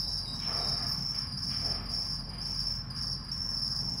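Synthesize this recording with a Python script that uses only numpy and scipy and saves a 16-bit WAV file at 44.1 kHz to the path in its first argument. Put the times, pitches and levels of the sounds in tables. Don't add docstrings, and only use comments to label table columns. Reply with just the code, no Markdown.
import sys
import numpy as np
from scipy import signal
from scipy.fft import rfft, irfft
from scipy.io import wavfile
from scipy.ndimage import uniform_filter1d, map_coordinates

SR = 44100
rng = np.random.default_rng(int(sys.argv[2]) if len(sys.argv) > 2 else 0)


def wav_out(sig):
    wavfile.write(sys.argv[1], SR, np.round(np.clip(np.atleast_2d(sig).T, -1, 1) * 32767).astype(np.int16))


N = 176400
M = N + SR
T = np.arange(M) / SR
HZ = np.fft.rfftfreq(M, 1 / SR)


# start_s, stroke_count, chirp_period_s, relative_db
HIGH_TRILLS = [(-.11, 6, 0.052, 0.5), (.080, 6, 0.04, 4), (.344, 18, .0412, 3), (.721, 8, 0.049, 2.5),
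               (.884, 16, 0.042, 3.5), (1.380, 16, 0.045, 3.5), (1.902, 14, 0.037, 3),
               (2.416, 18, .0405, 2.5), (2.967, 8, .045, 3.5), (3.320, 34, 0.043, 3)]
LOW_TRILLS = [(-.07, 17, .0503, 3.5), (.531, 1, .05, 5), (.574, 16, .0495, 3), (1.150, 1, .05, 0),
              (1.184, 1, .05, -0.5), (1.221, 12, .052, 1.5), (1.541, 9, .0522, 2.5), (1.862, 1, .05, 1),
              (1.895, 11, .0523, 2), (2.197, 1, .05, 0.5), (2.295, 1, .05, 0.5), (2.342, 1, .05, 0),
              (2.385, 3, .038, 2), (2.453, 2, .05, 2), (2.547, 1, .05, 1), (2.576, 1, .05, -3),
              (2.609, 4, .049, 2), (2.907, 1, .05, 1), (2.950, 3, .037, 1.5), (3.029, 5, .05, 3),
              (3.244, 1, .05, -1.5), (3.290, 1, .05, 1.5), (3.530, 1, .05, -1), (3.571, 3, .05, 0),
              (3.655, 6, .0525, 2), (3.979, 2, .05, 3)]
# freq_hz, relative_db
RASP_SPECTRUM = [(3000, -65), (4400, -24), (5150, 13), (5700, 2), (6450, -3.5), (7000, -13.5), (8200, -20),
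                 (9400, -22), (10800, -18.5), (11500, -22.5), (14000, -22.5), (15500, -14)]
HIGH_WINGS = dict(pitch_hz=5387.4, fall_hz=141, sag_hz=73, stroke_s=0.01, pair_s=0.0155,
                  swell_power=0.63, rough_rad=0.1, octave_db=-22, twelfth_db=-35, rasp_db=-17,
                  first_chirp_db=-1.5, second_stroke_db=-2.5, second_rasp_db=7.5)
LOW_WINGS = dict(pitch_hz=4919, fall_hz=457, sag_hz=140, stroke_s=0.017, pair_s=0.02,
                 swell_power=0.43, rough_rad=0.031, octave_db=-14, twelfth_db=-26.5, rasp_db=-28,
                 first_chirp_db=0, second_stroke_db=-4, second_rasp_db=-3)

def cricket(trills, pitch_hz, fall_hz, sag_hz, stroke_s, pair_s, swell_power, rough_rad,
            octave_db, twelfth_db, rasp_db, first_chirp_db, second_stroke_db, second_rasp_db,
            scatter_hz=22.4, scatter_db=1.8, scatter_s=0.0007):
    out = np.zeros(M)
    rasp = noise(amp(log_interp(RASP_SPECTRUM, HZ)))
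    jitter_rad = rough_rad * wobble(1400)
    travel = np.linspace(-1, 1, int(stroke_s * SR))
    swell = abs(np.cos(travel * np.pi / 2)) ** swell_power
    flare = swell ** 6.3
    for start_s, count, period_s, trill_db in trills:
        for stroke, (detune, force, lag, turn) in enumerate(rng.standard_normal((count, 4))):
            chirp, second = divmod(stroke, 2)
            middle_s = start_s + chirp * period_s + second * pair_s + scatter_s * lag
            span = int((middle_s - stroke_s / 2) * SR) + np.arange(len(travel))
            glide_hz = pitch_hz + scatter_hz * detune - fall_hz * travel / 2 - sag_hz * travel ** 2
            phase = 2 * np.pi * (np.cumsum(glide_hz) / SR + turn) + jitter_rad[span]
            overtones = amp(octave_db) * np.sin(2 * phase) + amp(twelfth_db) * np.sin(3 * phase)
            tone = np.sin(phase) + flare * overtones
            scrape = amp(rasp_db + second * second_rasp_db) * rasp[span]
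            accent_db = (chirp == 0) * first_chirp_db + second * second_stroke_db
            out[span] += amp(trill_db + accent_db + scatter_db * force) * swell * (tone + scrape)
    return unit(out)


# peak_s, level_db, centre_hz, rise_s, t60_s
SWISHES = [(.44, -49.5, 2330, 0.04, 0.76), (.53, -43.5, 1235, 0.058, 1.8), (.60, -42, 500, 0.11, 1.06),
           (.83, -46.5, 1200, 0.062, 1.2), (1.16, -53.5, 1700, 0.036, 0.96),
           (1.528, -48.5, 1700, 0.031, 0.85), (1.678, -45.5, 491, 0.064, 1.2), (1.76, -49, 1430, 0.13, 1.4),
           (2.35, -57, 1830, .06, 2.63)]

def swishes(width_oct=0.65):
    out = np.zeros(M)
    colour = hollow_colour(base_db=-11)
    for peak_s, level_db, centre_hz, rise_s, t60_s in SWISHES:
        rise = np.exp(-(np.minimum(T - peak_s, 0) / rise_s) ** 2)
        decay = amp(-60 * np.maximum(T - peak_s, 0) / t60_s)
        band = np.exp(-0.5 * (np.log2((HZ + 1) / centre_hz) / width_oct) ** 2)
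        out += amp(level_db) * rise * decay * noise(colour * band)
    return out


# time_s, pitch_hz, level_db
WHISTLE_CONTOUR = [(0, 3859, -59), (.11, 3940, -53), (.16, 3870, -63), (.24, 4040, -62), (0.281, 3825, -48),
                   (.45, 3940, -63), (.54, 3950, -85.5), (.6, 3850, -54.5), (0.951, 3840, -73.5)]

def whistle(octave_db=-19, waver_hz=30, stutter_db=4, fade_s=0.05):
    time_s, pitch_hz, level_db = np.transpose(WHISTLE_CONTOUR)
    phase = 2 * np.pi * np.cumsum(np.interp(T, time_s, pitch_hz) + waver_hz * wobble(400)) / SR
    tone = unit(np.sin(phase) + amp(octave_db) * np.sin(2 * phase))
    level = amp(np.interp(T, time_s, level_db) + stutter_db * wobble(69.02))
    fade = np.clip((time_s[-1] - T) / fade_s, 0, 1)
    return room(level * fade * tone, tail_db=-3, early_db=7)


# peak_s, level_db
TICKS = [(-.02, -51), (.893, -50), (1.83, -67), (2.76, -69)]

def ticks(centre_hz=13600, width_hz=200, width_s=0.018):
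    envelope = np.zeros(M)
    for peak_s, level_db in TICKS:
        offset_s = (T - peak_s + 0.5) % (M / SR) - 0.5
        envelope += amp(level_db) * np.exp(-(offset_s / width_s) ** 2)
    band = np.exp(-0.5 * ((HZ - centre_hz) / width_hz) ** 2)
    return room(envelope * noise(band), tail_db=14, early_db=7.5)


# pitch_hz, level_db
FAN_TONES = [(45.5, -47), (89.5, -54), (130, -51)]
# freq_hz, relative_db
AIR_SPECTRUM = [(20, -30), (35, -26), (60, -2.5), (100, -1), (150, 1.5), (220, -3.5), (320, -15.5),
                (480, -20.5), (700, -19.5), (900, -21), (1500, -22), (2100, -30.5), (3500, -39),
                (7000, -48), (12000, -48.5), (15500, -58)]

def ventilation(air_db=-43, drift_rad=0.65, flutter_db=2.3, waver_db=2.02, edges_hz=(300, 1000, 2000)):
    hum = np.zeros(M)
    for pitch_hz, level_db in FAN_TONES:
        level = amp(level_db + flutter_db * wobble(6.83))
        hum += level * unit(np.sin(2 * np.pi * pitch_hz * T + drift_rad * wobble(10)))
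    spectrum = rfft(noise(amp(log_interp(AIR_SPECTRUM, HZ)) * hollow_colour(base_db=0)))
    band = np.searchsorted(edges_hz, HZ)
    air = sum(irfft(spectrum * (band == k), M) * amp(waver_db * wobble(12)) for k in np.unique(band))
    return hum + amp(air_db) * air


# freq_hz, t60_s
ROOM_DECAY = [(4000, 0.57), (4900, 0.76), (5400, 0.58), (6200, 0.21), (10000, 0.34), (13500, 0.36),
              (15500, 0.26)]

def room(x, tail_db, early_db, early_t60_s=0.099, gap_s=0.002):
    freq_hz, time_s, grains = signal.stft(rng.standard_normal(SR * 3 // 4), SR, nperseg=256)
    decay = amp(-60 * time_s / log_interp(ROOM_DECAY, freq_hz)[:, None])
    tail_ir = signal.istft(grains * decay, SR, nperseg=256)[1]
    early_ir = rng.standard_normal(M) * amp(-60 * T / early_t60_s) * (T > gap_s)
    tail, early = (unit(irfft(rfft(x) * whitened(ir), M)) for ir in (tail_ir, early_ir))
    return np.std(x) * unit(unit(x) + amp(tail_db) * tail + amp(early_db) * early)


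def room_ring(x, pitch_hz=5336, t60_s=0.28, ring_db=-4.5):
    width_hz = np.log(1000) / np.pi / t60_s
    ring = irfft(rfft(x) * resonance(pitch_hz, width_hz), M)
    return unit(unit(x) + amp(ring_db) * unit(ring))


# centre_hz, width_hz, relative_db
ROOM_MODES = [(686, 11, 4.5), (1060, 9.1, -13), (1223, 25.7, -3), (1610, 14, -15), (2450, 44, -8),
              (3025, 55, -7)]

def hollow_colour(base_db, ripple_db=3.5, ripple_hz=55):
    top_db = max(db for _, _, db in ROOM_MODES)
    power = sum(abs(amp(db - top_db) * resonance(hz, width_hz)) ** 2 for hz, width_hz, db in ROOM_MODES)
    ripple = map_coordinates(rng.standard_normal(len(HZ)), [HZ / ripple_hz], order=1)
    ripple *= (HZ > 280) & (HZ < 4000)
    return amp(base_db + ripple_db * ripple) + np.sqrt(power)


def resonance(centre_hz, width_hz):
    return 1j * HZ * width_hz / (centre_hz ** 2 - HZ ** 2 + 1j * HZ * width_hz)


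def whitened(ir, span_hz=200):
    spectrum = rfft(ir, M)
    power = uniform_filter1d(abs(spectrum) ** 2, size=int(span_hz / HZ[1]))
    return spectrum / np.sqrt(abs(power) + 1e-12)


def noise(gain):
    return unit(irfft(rfft(rng.standard_normal(M)) * gain, M))


def wobble(rate_hz):
    return map_coordinates(rng.standard_normal(M), [T * rate_hz], order=1)


def log_interp(points, freq_hz):
    knots_hz, values = np.transpose(points)
    return np.interp(np.log(freq_hz + 1), np.log(knots_hz + 1), values)


def amp(db):
    return 10 ** (np.asarray(db) / 20)


def unit(x):
    return x / np.sqrt(np.mean(x ** 2) + 1e-20)


def scene(high_db=-37, low_db=-43):
    high = amp(high_db) * room_ring(room(cricket(HIGH_TRILLS, **HIGH_WINGS), tail_db=2, early_db=2))
    low = amp(low_db) * room(cricket(LOW_TRILLS, **LOW_WINGS), tail_db=0.5, early_db=-1.5)
    return (high + low + ticks() + whistle() + swishes() + ventilation())[None, :N]


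def record(dry, cutoff_hz=15780):
    return irfft(rfft(dry, M) * (HZ < cutoff_hz), M)[:, :N]


dry = scene()
out = record(dry)
wav_out(out)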